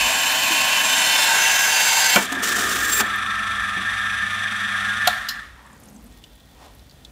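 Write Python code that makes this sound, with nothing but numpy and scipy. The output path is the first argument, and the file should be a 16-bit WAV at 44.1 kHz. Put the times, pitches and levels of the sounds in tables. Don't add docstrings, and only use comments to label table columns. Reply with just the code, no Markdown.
import sys
import numpy as np
from scipy import signal
from scipy.fft import rfft, irfft, next_fast_len
from scipy.io import wavfile
from scipy.ndimage import uniform_filter1d

SR = 44100
rng = np.random.default_rng(int(sys.argv[2]) if len(sys.argv) > 2 else 0)


def persist_wave(psi):
    counts = np.round(np.clip(psi, -1, 1) * 32767).astype(np.int16)
    wavfile.write(sys.argv[1], SR, np.atleast_2d(counts).T)


N = 313551
TIME = np.arange(N) / SR
BREAK_S, SWITCH_OFF_S, SPINDLE_HZ = 2.164, 5.067, 24.02
COASTING = np.maximum(TIME - SWITCH_OFF_S, 0)


def from_db(db):
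    return 10 ** (np.asarray(db) / 20)


def rms_one(x):
    return x / np.sqrt(np.mean(x ** 2) + 1e-20)


def in_time(rows):
    return np.interp(TIME, *np.transpose(rows))


def noise():
    return rng.standard_normal(N)


def drift(hz):
    pole = np.exp(-80 * np.pi * hz / SR)
    slow = signal.lfilter([1], [1, -2 * pole, pole * pole], rng.standard_normal(N // 40 + 2002))[2000:]
    return np.interp(np.arange(N) / 40, np.arange(len(slow)), rms_one(slow))


def grains(per_s, spread_db):
    sizes = from_db(spread_db * np.minimum(rng.exponential(1, N), 4))
    return rms_one(sizes * rng.choice([-1, 1], N) * (rng.random(N) < per_s / SR))


def colour(x, spectrum):
    size = next_fast_len(N)
    octave = np.log2(np.maximum(np.fft.rfftfreq(size, 1 / SR), 1))
    hz, db = np.transpose(spectrum)
    beyond = np.abs(octave - np.clip(octave, np.log2(hz[0]), np.log2(hz[-1])))
    gain = from_db(np.interp(octave, np.log2(hz), db) - 24 * beyond)
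    return rms_one(irfft(rfft(x, size) * gain, size)[:N])


def resonate(x, modes):
    out, power = np.zeros(N), 0
    for k, (hz, width, db) in enumerate(sorted(modes)):
        radius, gain = np.exp(-np.pi * width / SR), from_db(db) * (-1) ** k
        scale = (1 - radius * radius) / 2
        feedback = [1, -2 * radius * np.cos(2 * np.pi * hz / SR), radius * radius]
        out += gain * signal.lfilter([scale, 0, -scale], feedback, x + 1e-18)
        power += gain ** 2 * scale
    return out / np.sqrt(power)


def blows(rows):
    out = np.zeros(N)
    for start, db, rise, t60 in rows:
        age = TIME - start
        fall_db = np.where(age < 0, 9 * (age / rise) ** 2, 60 * age / t60)
        out += from_db(db - np.minimum(fall_db, 200))
    return out


def held(start, end, attack_s=0.012, release_s=0.04):
    early, late = np.maximum(start - TIME, 0), np.maximum(TIME - end, 0)
    fall_db = 9 * (early / attack_s) ** 2 + 60 * late / release_s
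    return from_db(-np.minimum(fall_db, 200))


def steady(ring, window_s=0.03, share=0.55):
    power = uniform_filter1d(ring ** 2, size=int(window_s * SR) + 1)
    return rms_one(ring / (power + .05) ** (.5 * share))


def turning(swing_db, flutter_db):
    last_touch_s = RIM_TOUCHES[-1][0]
    angle = 2 * np.pi * (SPINDLE_HZ * (TIME - last_touch_s) + 0.07 * drift(3.4))
    return from_db(swing_db * (np.cos(angle) + 0.1 * np.cos(2 * angle)) + flutter_db * drift(39))


# (f/Hz, level/dB)
SWELL = [(5.98, -45.5, 0.23, 1)]
SWELL_SPECTRUM = [(120, -38), (190, 5), (250, 2), (350, -14), (700, -17), (1200, -24)]
# (f/Hz, level/dB)
HANDLING_LEVEL = [(0.1, -51), (0.21, -57), (1.81, -61), (3.16, -45.5), (4.25, -46), (4.52, -58),
                  (4.73, -51), (5.7, -51), (7.0, -50.5)]
HANDLING_SPECTRUM = [(25, -30), (40, -10), (52, 2), (66, 0), (80, -7)]
# (f/Hz, level/dB)
AIR_SPECTRUM = [(50, -36), (85, 0.5), (140, 3.5), (160, -2), (264, 0.5), (350, -7.5), (734, -9),
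                (1210, -15), (1510, -14.5), (3160, -18.5), (8240, -23.5), (15500, -29)]

def background():
    swell = blows(SWELL) * colour(noise(), SWELL_SPECTRUM)
    handling = from_db(in_time(HANDLING_LEVEL) + 2 * drift(2.5)) * colour(noise(), HANDLING_SPECTRUM)
    air = from_db(-52.5 + 0.89 * drift(3.3)) * colour(noise(), AIR_SPECTRUM)
    return swell + handling + air


# (f/Hz, level/dB)
SCUFFS = [(6.65, -45.5, 0.069, 0.39)]
SCUFF_SPECTRUM = [(300, -6), (700, 2), (1000, 1), (1500, -11), (4000, -12), (12000, -25)]

def feet():
    return blows(SCUFFS) * colour(grains(per_s=3000, spread_db=0.5), SCUFF_SPECTRUM)


# (f/Hz, level/dB)
TRICKLE_SPECTRUM = [(1180, -44), (2000, -21), (2540, -8), (3180, -11), (4550, -7.5), (8360, -16),
                    (15500, -11)]
# (f/Hz, bandwidth/Hz, level/dB)
TAP_MODES = [(1866, 14, 8), (3130, 120, -2.5), (3470, 110, 1.5), (3660, 100, -3.5), (4000, 70, -2)]

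def trickle(start_s=6.13, fade_db_per_s=4):
    flow = from_db(-62 - fade_db_per_s * (TIME - start_s)) * held(start_s, TIME[-1], attack_s=0.03)
    patter = colour(grains(per_s=600, spread_db=4), TRICKLE_SPECTRUM)
    hiss = from_db(1 + 1.2 * drift(5)) * resonate(noise(), TAP_MODES)
    return flow * (patter + hiss)


def spatter(peak_s=5.9, width_s=0.24):
    pitches_hz = np.geomspace(6000, 14600, num=8)
    ticks = sum(resonate(grains(per_s=25, spread_db=2.2), [(hz, 1200, 0)]) for hz in pitches_hz)
    shower = np.exp(-((TIME - peak_s) / width_s) ** 2)
    return from_db(-61.5) * shower * rms_one(ticks)


# (t/s, level/dB, f/Hz)
DROPS = [(3.158, -32, 12400), (5.663, -48, 7600), (5.7279, -47, 7200), (5.798, -45, 10900),
         (5.8337, -40, 7150), (5.8544, -44, 9020), (5.8833, -42, 5400), (5.897, -44, 10500),
         (5.9433, -49, 8150), (5.9616, -42, 6270), (6.0401, -45.5, 11200), (6.0635, -46, 7690),
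         (6.124, -46, 6800), (6.238, -31, 2960), (6.3523, -47, 10300), (6.4028, -45, 3280),
         (6.7486, -45, 10200), (6.7928, -42, 3880), (6.8944, -42, 4000), (6.909, -39, 3750),
         (7.047, -30.5, 3420)]

def drips():
    out = np.zeros(N)
    for start, db, hz in DROPS:
        splat = blows([(start + 0.0016, db - 4, .001, .03)]) * noise()
        modes = [(hz, 260, 0), (1.18 * hz, 300, -2.5), (1.29 * hz, 450, -6), (7000, 6000, -20)]
        out += resonate(splat, modes)
    return out


# (f/Hz, bandwidth/Hz, level/dB)
SWITCH_SNAPS = [(5.0722, -19, 0.001, 0.042), (5.0757, -5, 0.0026, 0.024), (5.079, -26.5, 0.00058, 0.38)]
SWITCH_MODES = [(523, 31, -4), (577, 52, -7), (714, 55, 12), (830, 79, 6), (1050, 60, 8), (1450, 89, 6.5),
                (1810, 96, -1), (2280, 500, -3), (3330, 440, 2), (4140, 490, 0), (5600, 1000, -8),
                (7300, 1300, -10), (9700, 770, -10), (13600, 1900, -12.5)]

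def switch():
    return resonate(blows(SWITCH_SNAPS) * noise(), SWITCH_MODES)


# (f/Hz, bandwidth/Hz, level/dB)
LEVER_CLINKS = [(5.289, -20.5, 0.0025, 0.044), (5.296, -31, 0.01, 0.1), (5.311, -36, 0.003, 0.094)]
LEVER_MODES = [(2910, 300, -7.5), (4120, 230, 3.5), (5240, 390, -1), (6860, 800, -12), (13200, 2300, -14.5)]

def lever():
    return resonate(blows(LEVER_CLINKS) * noise(), LEVER_MODES)


# (t/s, level/dB, rise/s, T60/s)
JOLTS = [(0.507, -29, 322), (2.163, -16, 204), (2.323, -25, 274), (2.356, -33.5, 251), (3.013, -27, 227),
         (3.77, -29, 191)]
SLIDE_TRAVEL = [(2.65, -31.5, 0.32, 2.5)]
# (f/Hz, bandwidth/Hz, level/dB)
STAND_SPECTRUM = [(100, -50), (190, 0.5), (270, 1), (450, -6), (900, -2), (2000, -3.5)]
STAND_MODES = [(197.6, 15, -3), (265, 27, 2.5), (337, 32, -3.5), (385, 21, -2), (714, 52, -4.5)]

def stand(rise_s=0.0042, t60=0.19):
    shaking = blows([(start, db - 4, rise_s, t60) for start, db, _ in JOLTS] + SLIDE_TRAVEL)
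    rattle = from_db(-3) * shaking * colour(noise(), STAND_SPECTRUM)
    ring = from_db(-4) * resonate(shaking * noise(), STAND_MODES)
    booms = sum(blows([(start, db, rise_s, t60)]) * np.sin(2 * np.pi * hz * (TIME - start))
                for start, db, hz in JOLTS)
    return rattle + ring + booms


# (f/Hz, bandwidth/Hz, level/dB)
JUDDERS = [(5.61, -50, 0.051, 0.2), (5.663, -45, 0.02, 0.12), (5.703, -45, 0.0098, 0.084),
           (5.733, -47, 0.0055, 0.062), (5.76, -57, 0.0069, 0.1)]
JUDDER_MODES = [(960, 140, 2), (1240, 180, -6), (1730, 160, -6)]

def last_turn():
    return resonate(blows(JUDDERS) * grains(per_s=5000, spread_db=2.5), JUDDER_MODES)


# (f/Hz, level/dB)
HUM_TONES = [(100, -49.5), (199.6, -51)]

def mains_hum(distance, fade_db_per_s=131):
    hum = sum(from_db(db + 1.2 * drift(8)) * np.sin(2 * np.pi * (hz * TIME + .03 * drift(3)))
              for hz, db in HUM_TONES)
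    return from_db(-3.5 - fade_db_per_s * COASTING) / distance ** 1.05 * hum


# (f/Hz, bandwidth/Hz, level/dB)
SEAL_MODES = [(2360, 400, -2), (3314, 133, 2), (3594, 130, 2.5), (5980, 170, -8), (7600, 740, -16.5),
              (9950, 980, -15.5)]

def seal():
    tilt = [(1500, 3), (10500, -5), (12000, -7), (15500, -21)]
    return from_db(-11 - 55 * COASTING) * colour(resonate(noise(), SEAL_MODES), tilt)


# (f/Hz, bandwidth/Hz, level/dB)
HOUSING_MODES = [(1575, 39, -13), (1630, 9.7, 4.5), (1649, 20, -6.5), (1749, 13, 5), (1786, 35, 0.5),
                 (1828, 51, -4.5), (1873, 13.5, -5.5), (1950, 9, -14)]

def housing(ball_passes, run, cage_hz=6):
    cage_db = 2.5 * np.sin(2 * np.pi * (cage_hz * run + .25 * drift(1.2)))
    drag_db = 2.5 * held(*RIM_TOUCHES[-1][:2])
    return from_db(-4.5 + cage_db + drag_db) * steady(resonate(noise() * ball_passes, HOUSING_MODES))


# (f/Hz, bandwidth/Hz, level/dB)
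SHIELD_MODES = [(1091, 21, -3.5), (1170, 22, 0), (1228.5, 15.4, 4.5), (1300, 35, 2), (1328, 23, 7.5),
                (1403, 30, -12)]

def end_shield(ball_passes, facing_s=3.34, width_s=0.49):
    facing = np.exp(-((TIME - facing_s) / width_s) ** 2)
    return from_db(-14.5 + 10 * facing) * steady(resonate(noise() * ball_passes, SHIELD_MODES))


def singing(rows, run):
    return sum(from_db(db + 2 * drift(6)) * np.sin(2 * np.pi * (hz * run + .07 * drift(6)))
               for hz, db in rows)


# (f/Hz, level/dB)
BEARING_TONES = [(441.4, -54.5), (543.7, -62.5), (581.4, -49.5), (646, -60), (667.5, -44), (742.9, -47.5),
                 (769.8, -44), (818.3, -48.5), (866.7, -55.5), (1158, -43), (1228, -30.5), (1329, -37.5),
                 (1593, -38), (1642, -28.5), (1762, -25), (1788, -32), (1836, -37)]
SPINDLE_TONES = [(1228, -35.5), (1432, -27)]

def bearing_tones(run, beside_s=4.66):
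    beside = held(beside_s, TIME[-1], attack_s=0.3)
    tones = singing(BEARING_TONES, run) + beside * singing(SPINDLE_TONES, run)
    return from_db(14 - 180 * COASTING) * tones


def run_down(stop_s, power):
    return np.maximum(1 - COASTING / stop_s, 1e-9) ** power


# (f/Hz, level/dB)
WHIRR_SPECTRUM = [(150, -31), (220, -7.5), (330, -42), (500, -32), (750, -18.5), (980, -17.5), (1150, -7.5),
                  (1440, -3), (1520, -9), (1850, -1.5), (2030, -9), (2300, -13.5), (2900, -17.5),
                  (3550, -12.5), (4300, -24.5), (9900, -30), (15500, -44.5)]

def motor(distance, ball_pass_hz=144):
    speed = np.exp(-.25 * COASTING) * (1 + 0.00032 * drift(1.06))
    run = np.cumsum(speed) / SR
    ball_phase = 2 * np.pi * (ball_pass_hz * run + 0.41 * drift(4.2))
    ball_passes = from_db(1.56 * np.sin(ball_phase) + drift(28))
    housing_ring = housing(ball_passes, run)
    shield_ring = end_shield(ball_passes)
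    whirr = from_db(-9) * colour(noise() * ball_passes, WHIRR_SPECTRUM)
    chafe = seal()
    throb = turning(swing_db=3.3, flutter_db=0.8)
    rattle = housing_ring + throb ** 0.25 * (shield_ring + whirr) + throb * chafe + bearing_tones(run)
    last_roll = from_db(-14) * run_down(stop_s=0.9, power=0.99) * whirr
    gain = from_db(-28.5 - 3.6 * (TIME < BREAK_S)) / distance ** 0.55
    return gain * (run_down(stop_s=0.46, power=1.12) * rattle + last_roll)


# (f/Hz, level/dB)
RIM_TOUCHES = [(2.17, 2.256, -27), (2.266, 2.424, -42), (2.437, 3.009, -24.3)]
RIM_SPECTRUM = [(120, -92), (200, -38), (345, -54), (392, -9), (534, -19), (940, -25), (1190, -5.5),
                (1810, -8), (2060, -16), (3550, -12), (4410, -17.5), (5750, -13.5), (7350, -14.5),
                (15500, -28)]
# (t/s, level/dB, rise/s, T60/s)
TIP_KNOCKS = [(2.161, -14, 0.005, 0.027), (2.326, -28, 0.0037, 0.05), (2.353, -45, 0.0026, 0.04)]
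# (f/Hz, bandwidth/Hz, level/dB)
TUBE_MODES = [(2430, 90, -6), (4670, 130, -13), (6140, 490, -18), (7434, 28, 10.5), (8400, 430, -11.5),
              (11100, 600, -18), (12500, 2500, -24), (14700, 1900, -9.5)]

def rubbing(exit_s=3.007, ease_db_per_s=6, swell_db_per_s=98):
    touch = sum(from_db(db - ease_db_per_s * (TIME - start)) * held(start, end)
                for start, end, db in RIM_TOUCHES)
    catch = from_db(-17) * held(exit_s, exit_s)
    contact = touch + catch + blows(TIP_KNOCKS)
    scrape = contact * colour(grains(per_s=11000, spread_db=0), RIM_SPECTRUM)
    tip_db = -20 - swell_db_per_s * np.maximum(exit_s - TIME, 0)
    ring_level = from_db(tip_db) * held(BREAK_S, exit_s) + from_db(-11.5) * touch
    return turning(swing_db=1.5, flutter_db=2) * (scrape + ring_level * resonate(noise(), TUBE_MODES))


# (f/Hz, level/dB)
CRUNCHES = [(2.164, -10.5, 0.0061, 0.15), (3.008, -23.5, 0.013, 0.15)]
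CRUNCH_SPECTRUM = [(110, -8), (150, 0), (205, -1.5), (380, -2), (650, 8), (980, 8.5), (1150, 2), (1560, 8),
                   (2000, -19), (2320, 13), (2600, -10), (3200, 2.5), (3500, -29), (7300, -21),
                   (14000, -17.5)]

def breakthrough():
    return blows(CRUNCHES) * colour(grains(per_s=9600, spread_db=2), CRUNCH_SPECTRUM)


# (f/Hz, bandwidth/Hz, level/dB)
HIGH_RINGS = [(7460, 340, -8), (8650, 200, -2), (9400, 240, -1), (10100, 220, -12), (10720, 200, 7),
              (11600, 260, 0), (12200, 110, 7), (12700, 200, 0), (13500, 170, 10), (13900, 200, -2),
              (14420, 110, 1), (14950, 220, -5)]

def high_ringing():
    ticks = grains(per_s=7000, spread_db=5)
    return rms_one(sum(from_db(db + 1.5 * drift(4)) * resonate(ticks, [(hz, width, 0)])
                       for hz, width, db in HIGH_RINGS))


def friction_ring(drive, hz, width):
    ring = resonate(drive, [(hz, width, 0)])
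    power = uniform_filter1d(ring ** 2, size=220)
    return rms_one(ring / (power + .05) ** .3)


# (f/Hz, bandwidth/Hz, level/dB, depth of strongest ring, loss a full depth away/dB)
GROOVE_MODES = [(276, 67, -25.5, 0.34, 47), (666, 14, -22, 0.029, 16), (771, 22, -21, 0.39, 7),
                (911.6, 12, -15.5, 0.52, 8), (1015, 32, -16, 0, 10), (1082, 9.2, -15.5, 0, 11),
                (1505, 29, -23.5, 0.29, 28), (1556, 16, -14, 0.71, 30), (1640, 92, -14.5, 0.49, 4),
                (1723, 22, -24.5, 0, 27), (1968, 22, -16.5, 0.82, 10), (2200, 39, -15.5, 1, 20),
                (2432, 50, -16.5, 0.17, 13), (2530, 43, -11, 0.00048, 20.5), (2713, 46, -12.5, 0.51, 6),
                (2987, 48, -11, 0, 22), (3062, 35, -18.5, 1, 22), (3335, 31, -23, 0.84, 21),
                (3514, 95, -23, 0.68, 29), (3560, 52, -19, 0.25, 20), (3767, 24, -20.5, 0.59, 26),
                (4070, 110, -20.5, 0.15, 8), (4330, 70, -23.5, 0.12, 19), (4840, 52, -21.5, 1, 7),
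                (4980, 57, -34, 0.6, 4), (5305, 32, -25.5, 1, 7), (5390, 32, -26, 0.5, 6),
                (6135, 27, -22.5, 0.27, 6), (6350, 44, -27, 0.42, 4), (6380, 65, -34, 0.99, 13),
                (6780, 86, -20.5, 0.67, 11), (7180, 51, -23, 1, 17), (7470, 24, -17.5, 0.38, 12),
                (8770, 90, -22, 0.59, 29)]
# (start/s, end/s, f/Hz, bandwidth/Hz, level/dB)
SQUEALS = [(0.037, 0.286, 7485, 36, -16), (0.557, 0.624, 2720, 24, -9), (0.853, 1.02, 7500, 31, -12.5),
           (0.873, 1.063, 6160, 58, -15.5), (0.906, 1.34, 3585, 23, -14.5), (0.916, 1.16, 3046, 37, -9.5),
           (1.04, 1.323, 4250, 30, -16.5), (1.173, 1.275, 5320, 170, -15.5), (1.192, 1.29, 7430, 89, -14),
           (1.286, 1.323, 907, 7.7, -13), (1.29, 1.39, 1574, 16, -14.5), (1.4, 1.594, 6140, 35, -12.5),
           (1.418, 1.506, 2726, 25, -8.5), (1.43, 1.69, 1641, 19, -12.5), (1.52, 2.09, 6380, 66, -20.5),
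           (1.634, 2.096, 6190, 50, -14.5), (1.73, 2.147, 4710, 110, -14), (1.837, 2.15, 7500, 34, -14),
           (1.88, 2.154, 4280, 30, -17.5), (1.924, 1.996, 909, 6, -8)]

def groove_ringing(depth):
    grit = grains(per_s=20000, spread_db=3.5)
    out = np.zeros(N)
    for hz, width, db, best_depth, loss_db in GROOVE_MODES:
        surge_db = 1.6 * drift(8)
        level = from_db(db - loss_db * (depth - best_depth) ** 2 + surge_db)
        out += level * friction_ring(grit, hz, width)
    slips = noise()
    for start, end, hz, width, db in SQUEALS:
        grab = held(start, end, attack_s=0.02, release_s=0.14)
        out += from_db(db) * grab * friction_ring(slips, hz, width)
    return out


# (t/s, fraction of full depth)
GROOVE_DEPTH = [(0, 0.17), (0.75, 0.2), (1.05, 0.55), (1.4, 0.84), (2.15, 1)]
# (f/Hz, level/dB)
CRUSH_SPECTRUM = [(120, -36), (200, -36), (330, -36), (460, -55), (620, -9.5), (1000, 0.5), (1250, -7),
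                  (1550, 1), (2700, 5), (4000, -6.5), (4700, -7), (5700, -3), (7400, -0.5), (8200, -31),
                  (9000, -15), (12000, -12.5), (15500, -27)]

def grinding(release_db_per_s=260):
    depth = in_time(GROOVE_DEPTH)
    ringing = from_db(0.5) * groove_ringing(depth) + from_db(-19 + 2 * depth) * high_ringing()
    crush = from_db(-9.3) * colour(grains(per_s=7000, spread_db=3.5), CRUSH_SPECTRUM)
    released_db = release_db_per_s * np.maximum(TIME - BREAK_S, 0)
    level = from_db(-18 + 3.5 * depth - released_db)
    return level * turning(swing_db=0.6, flutter_db=0.55) * (ringing + crush)


def workshop(x, wet_db, t60, treble_t60, split_hz):
    age = TIME[:SR]
    echoes = rng.standard_normal(SR)
    low, high = (signal.sosfilt(signal.butter(2, split_hz, kind, fs=SR, output="sos"), echoes)
                 for kind in ("low", "high"))
    tail = (low * from_db(-60 * age / t60) - high * from_db(-60 * age / treble_t60)) * (age > .004)
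    return x + from_db(wet_db) * signal.fftconvolve(x, tail / np.sqrt(np.sum(tail ** 2)))[:N]


# (t/s, distance/m)
MOTOR_DISTANCE = [(0.3, 1.46), (2.1, 1.02), (2.6, 0.4), (5.0, 0.27)]

def scene():
    distance = in_time(MOTOR_DISTANCE)
    whirr, hum = motor(distance), mains_hum(distance)
    drill = grinding() + rubbing() + whirr + last_turn()
    knocks = breakthrough() + stand() + switch() + lever()
    water = trickle() + spatter() + drips()
    room = workshop(drill + knocks + water, wet_db=-18, t60=.65, treble_t60=.5, split_hz=4000)
    return np.stack([room + hum + feet() + background()] * 2)


def record(dry):
    ceiling, cutoff_hz = 1.1, 15600
    lowpass = signal.ellip(12, .1, 80, cutoff_hz, fs=SR, output="sos")
    return signal.sosfilt(lowpass, ceiling * np.tanh(dry / ceiling))


dry = scene()
out = record(dry)
persist_wave(out)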